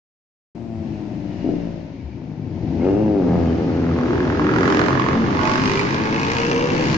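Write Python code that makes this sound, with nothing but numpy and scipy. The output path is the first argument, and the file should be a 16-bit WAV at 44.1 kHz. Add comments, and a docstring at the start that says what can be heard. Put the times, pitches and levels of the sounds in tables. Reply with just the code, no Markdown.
"""A scooter and a car roll away round a bend on a forest road, heard from a microphone pair on the verge.
A far throttle is blipped, then a big twin revs close by and pulls out of the bend, barking and popping,
while a smoother bike climbs in pitch beside it and commuter scooters putter past. The low engine notes
are exhaust pulses ringing in silencers; the twin's rasp is turbulent gas and rattling steel.
Underneath, tyres hiss and rumble, and the trees send back a short echo."""
import sys
import numpy as np
from scipy import signal
from scipy.fft import rfft, irfft, next_fast_len
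from scipy.io import wavfile
from scipy.ndimage import uniform_filter1d

SR = 44100
rng = np.random.default_rng(int(sys.argv[2]) if len(sys.argv) > 2 else 0)


def inscribe(sig):
    """Save sig as 16-bit PCM at rate SR to the path in sys.argv[1].

    A 1-D sig is mono; a 2-D sig holds one channel per row.
    Samples are clipped to [-1, 1] before scaling.
    """
    pcm = np.round(np.clip(np.atleast_2d(sig).T, -1, 1) * 32767)
    wavfile.write(sys.argv[1], SR, pcm.astype(np.int16))


N = 307377
TIME = np.arange(N) / SR

# silencer responses of the passing and blipped engines: frequency_hz, gain_db
LEAVING_PIPE = [(40, -18.5), (110, -4), (220, 2), (320, 2), (450, -31), (560, -19), (650, -11), (850, -23),
                (1200, -34.5), (4000, -56.5)]
SCOOTER_PIPE = [(40, -29), (78, 7), (130, 2.5), (250, 3), (340, -1.5), (450, -15), (650, -26.5), (900, -40),
                (1400, -33.5), (4000, -75)]
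PUTTER_PIPE = [(50, -23.5), (75, -12.5), (130, -5), (195, 2.5), (255, -7.5), (340, 1), (450, -16.5),
               (650, -31.5), (900, -31), (1400, -37.5), (4000, -80)]
CAR_PIPE = [(60, -6.5), (112, -15), (168, 6), (225, -0.5), (278, 5), (340, -5), (450, -18), (560, -7),
            (690, -14), (900, -35), (4000, -65)]
BLIP_PIPE = [(50, -23.5), (160, -9), (240, 7), (320, 8.5), (410, -1), (500, -10), (700, -9), (900, -31),
             (1300, -59.5), (4000, -72)]
BOOM_PIPE = [(60, -19.5), (120, 6), (170, 10), (250, 2.5), (330, -6.5), (450, -15), (800, -21.5),
             (1300, -33.5), (4000, -67.5)]
SILENCERS = {"leaving": LEAVING_PIPE, "scooter": SCOOTER_PIPE, "putter": PUTTER_PIPE, "car": CAR_PIPE,
             "open": BLIP_PIPE, "boom": BOOM_PIPE}  # those responses by name
# the twin's exhaust surges under throttle: peak_s, rise_s, fade_s, bark_db, spit_db, rattle_db
SURGES = [(2.85, 0.036, 0.14, -47, -56, -50), (3.35, 0.13, 0.42, -45.5, -58, -56),
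          (4.08, 0.18, 0.42, -36, -53, -74), (4.76, 0.24, 0.19, -24.5, -36.5, -60),
          (5.02, 0.063, 0.13, -28, -42, -56), (5.5, 0.12, 0.13, -26.5, -34.5, -37),
          (5.72, 0.15, 0.11, -32, -34, -33), (5.8, 0.016, 0.017, -31, -36, -28),
          (5.92, 0.075, .07, -33, -39.5, -36), (6.35, 0.28, 0.33, -30.5, -35.5, -32),
          (6.93, 0.28, 0.33, -33.5, -34.5, -36)]


def from_db(db):
    """Decibels to gain."""
    return 10 ** (np.asarray(db) / 20)


def unit_power(x):
    """Scale to a mean power of 1."""
    return x / np.sqrt(np.mean(x ** 2) + 1e-20)


def evened(x):
    """Hold the power at 1 over a few engine cycles."""
    return x / np.sqrt(np.abs(uniform_filter1d(x ** 2, size=SR // 8)) + 1e-12)


def in_time(rows):
    """Rows of (time_s, values...) as one curve per value, at every sample."""
    times_s, *columns = np.transpose(rows)
    return [np.interp(TIME, times_s, column) for column in columns]


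def drift(rate_hz):
    """A random wander of spread near 1 that turns about rate_hz times a second."""
    return np.interp(TIME * rate_hz, np.arange(4000), rng.standard_normal(4000))


def swell(peak_s, rise_s, fade_s):
    """Gain of something that comes and goes: exponential flanks and a rounded top of 1."""
    away = np.maximum((peak_s - TIME) / rise_s, (TIME - peak_s) / fade_s)
    return 1 / np.cosh(np.minimum(away, 30))


def swells(rows, beam=1):
    """Swells (peak_s, rise_s, fade_s, level_db...) add in power, a gain per level; beam shortens them."""
    power = sum(np.outer(from_db(db), swell(peak_s, rise_s * beam, fade_s * beam)) ** 2
                for peak_s, rise_s, fade_s, *db in rows)
    return np.sqrt(power)


def coloured(x, spectrum):
    """Pass x through a causal (minimum-phase) body with this response: frequency_hz, gain_db."""
    size = next_fast_len(N + SR // 2) // 2 * 2
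    hz, db = np.transpose(spectrum)
    bins_hz = np.arange(size // 2 + 1) * SR / size
    gain = from_db(np.interp(np.log(bins_hz + 1), np.log(hz), db))
    cepstrum = irfft(np.log(gain))
    cepstrum[1:size // 2] *= 2
    cepstrum[size // 2 + 1:] = 0
    return irfft(rfft(x, size) * np.exp(rfft(cepstrum, size)), size)[..., :N]


def moving_ring(x, hz, width_hz):
    """A resonance whose centre follows a curve."""
    turn = np.exp(2j * np.pi * np.cumsum(hz) / SR)
    pole = np.exp(-np.pi * width_hz / SR)
    return np.real(turn * signal.lfilter([1 - pole], [1, -pole], x / turn))


def unsteady_tone(hz):
    """A narrow, fluttering band that wanders around a pitch."""
    phase = 2 * np.pi * np.cumsum(hz * (1 + .016 * drift(60))) / SR
    flutter = from_db(3 * drift(14) - 1)
    return flutter * (drift(170) * np.sin(phase) + drift(170) * np.cos(phase))


def firings(cycle_hz, second_db, spacing, uneven_db, jitter, rough=1):
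    """Two exhaust pulses an engine cycle, no two alike; spacing and jitter are shares of a cycle."""
    turns, pulses = np.cumsum(cycle_hz) / SR, np.zeros(N)
    cycle = np.arange(int(turns[-1]) - 1)
    roughness = np.interp(cycle + 1, turns, rough * np.ones(N))
    scatter = rng.standard_normal((700, 4))[cycle] * roughness[:, None]
    for k, (offset, db) in enumerate([(0, 0), (spacing, second_db)]):
        at = np.searchsorted(turns, cycle + 1 + offset + jitter * scatter[:, k])
        pulses[np.minimum(at, N - 1)] += from_db(db + uneven_db * scatter[:, k + 2])
    return pulses


def engine(cycle_hz, pipe, **firing):
    """Exhaust pulses ring in the silencer, at unit power."""
    return evened(coloured(firings(cycle_hz, **firing), pipe))


def puffs(pulses, decay_s, crack, flow):
    """Each pulse is a sharp crack and a dying puff of turbulence, over a steady flow of gas."""
    pole = np.exp(-1 / (decay_s * SR))
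    envelope = unit_power(signal.lfilter([1], [1, -pole], pulses + 1e-18))
    return crack * unit_power(pulses) + (envelope + flow) * rng.standard_normal(N)


def placed(x, balance_db, lead_ms):
    """One source at the two microphones: the left is louder by balance_db and earlier by lead_ms."""
    shift_s = lead_ms / 2000
    pair = np.array([np.interp(TIME + shift, TIME, x) for shift in (shift_s, -shift_s)])
    gains = from_db([balance_db / 2, -balance_db / 2])
    return pair * gains / gains.mean(axis=0)


def forest(x, t60_s=.47):
    """Trunks and the earth bank scatter a short tail, thin in the bass, back to each microphone."""
    age = np.arange(SR // 2) / SR
    tail = rng.standard_normal((2, len(age))) * from_db(-60 * age / t60_s) * (age > .012)
    tail /= np.sqrt(np.sum(tail ** 2, axis=1, keepdims=True))
    echo = signal.fftconvolve(x[None], tail, axes=1)[:, :N]
    return coloured(echo, [(100, -17.5), (400, -5), (1000, -3), (3000, -2), (8000, 1.5)])


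def road_noise(spectrum, width):
    """Smooth noise of rolling tyres, partly alike in the two microphones."""
    mid, side = rng.standard_normal((2, N))
    return unit_power(coloured(mid + width * side * np.array([[1], [-1]]), spectrum))


def tyres(far_hiss_db=-54, far_rumble_db=-37.5):
    """Hiss and rumble swell as tyres roll by the verge, over steady traffic further up the road."""
    roll_bys = [(.92, 0.12, 0.5, -50, -34), (1.45, 0.14, 0.29, -46.5, -40.5), (2.8, 0.17, 0.43, -46, -23.5),
                (3.45, 0.2, 0.56, -43, -25), (4.7, 0.61, 0.61, -35.5, -23), (5.75, 0.47, 0.76, -31, -28.5),
                (6.9, 0.2, 0.33, -31.5, -26.5)]  # closest_s, rise_s, fade_s, hiss_db, rumble_db
    hiss_colour = [(200, 11), (700, -1.5), (900, 15), (1150, 0.5), (2000, 4.5), (2700, 2), (3300, -3.5),
                   (5000, -5), (6700, -12.5), (8000, -40)]  # frequency_hz, gain_db
    rumble_colour = [(15, -15.5), (42, -21.5), (68, -2), (120, 3), (200, 0), (320, 0.5), (450, -15),
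                     (750, -18), (1100, -40.5), (3000, -81)]  # frequency_hz, gain_db
    hiss_gain, rumble_gain = swells(roll_bys)
    hiss = np.hypot(hiss_gain, from_db(far_hiss_db)) * road_noise(hiss_colour, width=.88)
    rumble = np.hypot(rumble_gain, from_db(far_rumble_db)) * road_noise(rumble_colour, width=.049)
    return hiss, rumble


def road_thumps(rise_s=.018):
    """Soft, low thumps from the road swell and die within a few cycles."""
    thumps = [(.77, -28.5, 90), (2.036, -27, 71.7), (4.28, -21.5, 82.5)]  # start_s, peak_db, pitch_hz
    out = 0
    for start_s, db, hz in thumps:
        age = np.maximum(TIME - start_s, 0)
        envelope = age / rise_s * np.exp(1 - age / rise_s)
        out += from_db(db) * envelope * np.sin(2 * np.pi * hz * age)
    return out


def whines(turn_s=.23):
    """Faint whines sink in pitch as the car and scooters go by; there is one short squeak."""
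    passes = [(.95, .07, .12, -60, 2630, 60), (1.47, .14, .13, -58, 2850, 90),
              (2.08, .14, .2, -61, 2310, 25), (2.98, .08, .06, -55, 2780, 80),
              (3.5, .06, .08, -56, 3020, 120)]  # closest_s, rise_s, fade_s, level_db, pitch_hz, half_drop_hz
    out = from_db(-42.5) * swell(2.828, .014, .014) * unsteady_tone(hz=2190)  # the squeak
    for closest_s, rise_s, fade_s, db, hz, half_drop_hz in passes:
        falling_hz = hz - half_drop_hz * np.tanh((TIME - closest_s) / turn_s)
        out += from_db(db) * swell(closest_s, rise_s, fade_s) * unsteady_tone(falling_hz)
    return out


def passing_engines(glide_s=.85):
    """Each small engine swells and fades while its pitch glides one way and levels off."""
    # peak_s, level_db, rise_s, fade_s, cycle_hz, glide_hz_per_s, second_pulse_db, silencer
    passes = [(0.849, -33.5, 0.72, 0.41, 54.5, -14, 3, "leaving"),
              (1.602, -29, 0.2, 0.15, 57.3, -6, -31, "car"),
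              (2.251, -33.5, 0.065, 0.3, 51, -2, -21, "boom"),
              (2.72, -33, 0.12, 0.32, 49.2, -7.5, -11.5, "boom"),
              (3.35, -16, 0.068, 0.032, 43.3, -13.5, -3.5, "boom"),
              (3.499, -19.5, 0.1, 0.051, 40.7, -13, -3.5, "scooter"),
              (3.921, -25, 0.1, 0.06, 42, -3, -5, "scooter"),
              (5.048, -26, 0.17, 0.33, 66.5, -2, -6, "putter"),
              (5.751, -30.5, 0.38, 0.65, 70, 0.9, -4, "putter"),
              (6.95, -25, 0.27, .2, 80.3, 15, -6, "putter")]
    roughness = {"leaving": 1, "car": 1, "boom": 1.5, "scooter": 2.5, "putter": 4}  # unevenness of firing by silencer; 1 is a smooth runner
    out = 0
    for peak_s, db, rise_s, fade_s, cycle_hz, glide_hz_per_s, second_db, silencer in passes:
        speed = cycle_hz + glide_hz_per_s * glide_s * np.tanh((TIME - peak_s) / glide_s)
        note = engine(speed, SILENCERS[silencer], second_db=second_db, spacing=.5, uneven_db=1,
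                      jitter=.005, rough=roughness[silencer])
        out += from_db(db) * swell(peak_s, rise_s, fade_s) * note
    return out


def throttle_blips():
    """A snapped throttle gives a short burst of ragged firings."""
    blips = [(1.441, -19.5, 41.8, "open"), (3.275, -14, 42, "boom"), (4.08, -26.5, 38, "open"),
             (6.864, -25.5, 72, "boom")]  # start_s, level_db, cycle_hz, silencer
    out = 0
    for start_s, db, cycle_hz, silencer in blips:
        speed = cycle_hz * (TIME > start_s - 1 / cycle_hz)  # one turn before the first firing
        note = engine(speed, SILENCERS[silencer], second_db=-4, spacing=.44, uneven_db=2.5, jitter=.04)
        opened = np.clip((TIME - start_s) * cycle_hz * 10 + 1, 0, 1)
        out += from_db(db) * opened * swell(start_s + .04, rise_s=.024, fade_s=.037) * note
    return out


def smooth_bike(howl_floor_db=-45):
    """An evenly firing engine sings a low note; its upper harmonics howl through the pipe's resonances."""
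    climb = [(4.1, 90), (4.22, 92), (4.32, 89), (4.5, 95), (4.68, 97.8), (4.8, 101), (5.12, 109.5),
             (5.22, 115), (5.4, 122), (5.55, 127), (5.8, 133), (6.05, 144), (6.35, 153), (6.6, 159),
             (6.8, 166), (6.97, 160)]  # time_s, firing_hz
    low_partials = [(4, 4.11, 0.026, 0.052, -17), (3, 4.22, 0.044, .04, -21),
                    (3.2, 4.48, 0.054, 0.067, -19.5), (4, 4.46, 0.15, .3, -21.5),
                    (3, 4.78, 0.093, 0.087, -15.5), (4, 5.12, 0.026, 0.022, -27.5),
                    (2, 5.2, .03, .04, -16.5), (2, 5.62, 0.054, 0.057, -21.5), (3, 5.68, .11, 0.17, -25.5),
                    (3, 6.59, 0.16, .13, -22), (3, 6.78, 0.067, 0.083, -27.5)]  # pitch_ratio, peak_s, rise_s, fade_s, level_db
    pipe = [(450, -11.5), (630, 2.5), (760, -18), (885, 9.5), (945, -0.5), (1000, -4), (1125, 3),
            (1280, -11.5), (1490, 1.5), (1700, 0.5), (2000, -27)]  # frequency_hz, gain_db
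    # the howl flares while the pipe points at the microphones: peak_s, rise_s, fade_s, level_db
    flares = [(5.48, 0.062, 0.047, -29.5), (6.15, 0.16, 0.19, -36.5), (6.6, 0.29, 0.53, -43.5)]
    (hz,) = in_time(climb)
    phase = 2 * np.pi * np.cumsum(hz * (1 + .009 * drift(30) + .016 * drift(160))) / SR

    def partial(ratio, waver_db):
        lope = 1 + .4 * np.sin(phase / 2 + rng.uniform(0, 2 * np.pi))
        return from_db(waver_db) * lope * np.sin(ratio * phase + rng.uniform(0, 2 * np.pi))

    note = howl = 0
    for ratio, peak_s, rise_s, fade_s, db in low_partials:
        waver_db = 1.8 * drift(18) + 2.6 * drift(70) - 1
        note += from_db(db) * swell(peak_s, rise_s, fade_s) * partial(ratio, waver_db)
    for ratio in range(5, 13):
        pipe_db = np.interp(ratio * hz, *np.transpose(pipe))
        howl += from_db(pipe_db) * partial(ratio, waver_db=3 * drift(70))
    howl_gain = np.sqrt(2) * np.hypot(from_db(howl_floor_db), swells(flares)[0])
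    arrived = np.interp(TIME, [3.9, 4.08], [0, 1])
    return arrived * note, arrived * howl_gain * evened(howl)


def twin_speed():
    """The twin's engine cycles per second: a rev, then a long pull out of the bend."""
    speed = [(2.6, 41.11), (2.81, 41.0), (2.87, 47.5), (2.92, 48.5), (2.98, 53.0), (3.05, 54.7),
             (3.13, 51.5), (3.27, 42.0), (3.8, 41.5), (4.2, 41.27), (4.7, 43.29), (5.2, 45.36),
             (5.65, 50.33), (6.1, 55.72), (6.5, 62.26), (6.97, 68.32)]  # time_s, cycle_hz
    return in_time(speed)[0]


def twin_popping(before_pop_db=.5):
    """Strength of the twin's firings: now and then one pops hard, and the firing just before it is a little
    stronger too."""
    pops = [(3.985, 2.5), (4.132, 4), (4.203, 3), (4.276, 2), (4.299, 5), (4.396, 4), (4.442, 5),
            (4.791, 3.5), (4.884, 4), (4.952, 2.5), (4.998, 5), (5.085, 3.5), (5.131, 5), (5.654, 3),
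            (5.945, 2), (6.055, 3.5), (6.315, 3), (6.367, 2), (6.513, 5), (6.942, 3)]  # time_s, boost_db
    speed, db = twin_speed(), 0
    for pop_s, boost_db in pops:
        cycles_away = np.round((TIME - pop_s) * speed)
        db += boost_db * (cycles_away == 0) + before_pop_db * (cycles_away == -1)
    return from_db(db)


def twin_rattle():
    """Every firing of the twin knocks thin steel, each mode with a strength of its own."""
    steel_modes = [(2170, 70, 13), (2533, 89, 12), (2870, 59, 0.5), (4140, 83, -3), (4900, 200, -3),
                   (5660, 180, -5)]  # pitch_hz, width_hz, level_db
    pitch_drift = [(5.6, 0.99), (5.88, 0.89), (6.1, 1.03), (6.33, 0.96), (6.5, 1.08), (6.7, 1.07),
                   (6.95, 0.93)]  # as the bikes change place: time_s, pitch_ratio
    (ratio,) = in_time(pitch_drift)
    strength, rings = twin_popping(), 0
    for hz, width_hz, db in steel_modes:
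        pulses = strength * firings(twin_speed(), second_db=-9, spacing=.37, uneven_db=1.8, jitter=.008)
        knocks = puffs(pulses, decay_s=.002, crack=.9, flow=.08)
        rings += from_db(db) * moving_ring(knocks, hz * ratio, width_hz)
    return swells(SURGES, beam=.76)[2] * evened(rings)


def twin_rasp():
    """Under load the twin's open pipe barks through its throat and spits, one cylinder the harder."""
    bark_colour = [(300, -32.5), (550, 2.5), (800, 2.5), (1080, 5.5), (1350, 1.5), (1650, 4), (2100, -1),
                   (2600, -9.5), (3400, -13.5), (7000, -64.5)]  # frequency_hz, gain_db
    spit_colour = [(900, -9), (1800, -1.5), (2500, 3.5), (2900, 4.5), (3500, -4.5), (4400, -1),
                   (5600, -4.5), (6800, -9), (7700, -21.5), (9000, -59)]  # frequency_hz, gain_db
    throat_pitch = [(3.9, 1300), (4.1, 1310), (4.45, 1386), (4.8, 1210), (5.1, 1080), (5.55, 1140),
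                    (6.2, 950), (6.97, 963)]  # sinks as the tail turns to the verge: time_s, pitch_hz
    bark_gain = swells(SURGES)[0]
    spit_gain = swells(SURGES, beam=.56)[1]  # treble is beamed, so it swells for less of each surge
    pulses = twin_popping() * firings(twin_speed(), second_db=-12, spacing=.42, uneven_db=.8, jitter=.01)
    # on a light throttle the gas flows evenly; the beats stand out hardest as the bike pulls away
    flow = np.interp(TIME, [3.7, 3.97, 5.15, 5.25, 5.45], [1.1, .05, .05, .35, .02])
    gas = coloured(puffs(pulses, decay_s=.0036, crack=.5, flow=flow), bark_colour)
    throat = moving_ring(gas, in_time(throat_pitch)[0], width_hz=260)
    bark = evened(evened(gas) + .65 * evened(throat))
    # the spit is scattered on its way, so each microphone gets turbulence of its own
    jets = np.array([puffs(pulses, decay_s=.004, crack=.18, flow=flow + .03) for _ in range(2)])
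    return bark_gain * bark, spit_gain * evened(coloured(jets, spit_colour))


def twin_rev():
    """One free rev of the twin rises and drops, cleaner and brassier than the pull that follows."""
    loudness = [(2.7, -60), (2.79, -27.5), (2.86, -12.5), (2.95, -17.5), (3.05, -18), (3.18, -17),
                (3.27, -21.5), (3.4, -60)]  # time_s, level_db
    pipe = [(50, -24), (110, -13), (185, -6.5), (220, 3.5), (290, 6), (330, 2.5), (385, 3.5), (440, -3),
            (540, -5.5), (650, -15), (780, -15.5), (900, -22), (1100, -36), (2500, -48), (5000, -81.5)]  # frequency_hz, gain_db
    speed = twin_speed() * (1 + .008 * drift(40))
    note = engine(speed, pipe, second_db=-1.5, spacing=.5, uneven_db=1.7, jitter=.006)
    revving = np.interp(TIME, [2.6, 2.7, 3.4, 3.5], [0, 1, 1, 0])
    return revving * from_db(in_time(loudness)[0]) * note


def twin_pull():
    """The low note of the twin leaving the bend, ever lumpier in pitch and level under load."""
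    loudness = [(3.15, -39.5), (3.3, -16.5), (3.6, -24), (3.72, -23), (4.25, -25.5), (4.7, -21.5), (5, -28),
                (5.35, -25), (5.55, -31), (6.1, -29.5), (6.65, -25.5), (6.97, -30)]  # time_s, level_db
    lumpiness = [(3.3, .7), (3.45, .5), (3.65, .8), (3.9, .8), (4.4, 1.1), (4.8, 1.6), (6.97, 1.6)]  # time_s, roughness_factor
    pipe = [(40, -21), (85, -11), (125, -14), (170, -2), (255, 4), (305, 3.5), (345, -1), (410, -2),
            (520, -5), (640, -15), (820, -15), (1050, -30.5), (2000, -53.5), (5000, -93)]  # frequency_hz, gain_db
    (db,), (rough,) = in_time(loudness), in_time(lumpiness)
    speed = twin_speed() * (1 + .02 * rough * drift(20))
    note = engine(speed, pipe, second_db=-1, spacing=.5, uneven_db=2, jitter=.02, rough=rough)
    burble_db = 1.5 * rough * drift(20)
    return np.interp(TIME, [3.05, 3.15], [0, 1]) * from_db(db + burble_db) * note


def scene():
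    """Engines, road and trees as they reach the pair on the verge."""
    # the traffic's bearing, left microphone over right: time_s, rasp_lead_ms, note_pan_db, rasp_pan_db
    bearing = [(.5, 0.055, 7, 6), (3, -0.094, 6.5, 2), (3.5, 0.12, 2.5, 3), (4.3, 0.15, 2, -6),
               (5.1, 0.29, 2, -17.5), (5.7, 0.33, 2.5, -10), (6.4, 0.33, 2, 0.5)]
    lead_ms, note_pan_db, rasp_pan_db = in_time(bearing)
    smooth_note, howl = smooth_bike()
    bark, spit = twin_rasp()
    notes = passing_engines() + throttle_blips() + twin_rev() + twin_pull() + smooth_note + road_thumps()
    traffic = placed(notes, note_pan_db, lead_ms * .74)
    traffic += placed(bark + howl + twin_rattle(), rasp_pan_db, lead_ms)
    traffic += spit * from_db([[2], [-2]])  # left of centre
    traffic += whines()
    hiss, rumble = tyres()
    echo = forest(notes + howl + bark + spit.mean(axis=0))
    sides = from_db([note_pan_db / 2, -note_pan_db / 2])
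    return traffic + hiss * sides ** .58 + rumble * sides + echo * np.sqrt(sides)


def bass_limiter(x, split_hz, ceiling_db):
    """Each channel's bass is turned down within a few cycles whenever it swells past the ceiling."""
    bass = signal.sosfiltfilt(signal.butter(3, split_hz, fs=SR, output="sos"), x)
    power = np.abs(uniform_filter1d(uniform_filter1d(bass ** 2, size=SR // 150), size=SR // 150))
    overload = power / from_db(ceiling_db) ** 2
    return x - bass + bass / (1 + overload ** 2) ** .25


def record(dry):
    """Sound starts and stops abruptly; the bass is limited, loud peaks are rounded and the top is cut."""
    start_s, peak, cutoff_hz = .548, .62, 8100
    held = bass_limiter(dry * from_db(2), split_hz=515, ceiling_db=-15)
    rounded = peak * np.tanh(held / peak)
    running = np.clip(np.minimum(TIME - start_s, TIME[-1] - TIME) / .003, 0, 1)
    return signal.sosfilt(signal.butter(20, cutoff_hz, fs=SR, output="sos"), rounded * running)


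dry = scene()
out = record(dry)
inscribe(out)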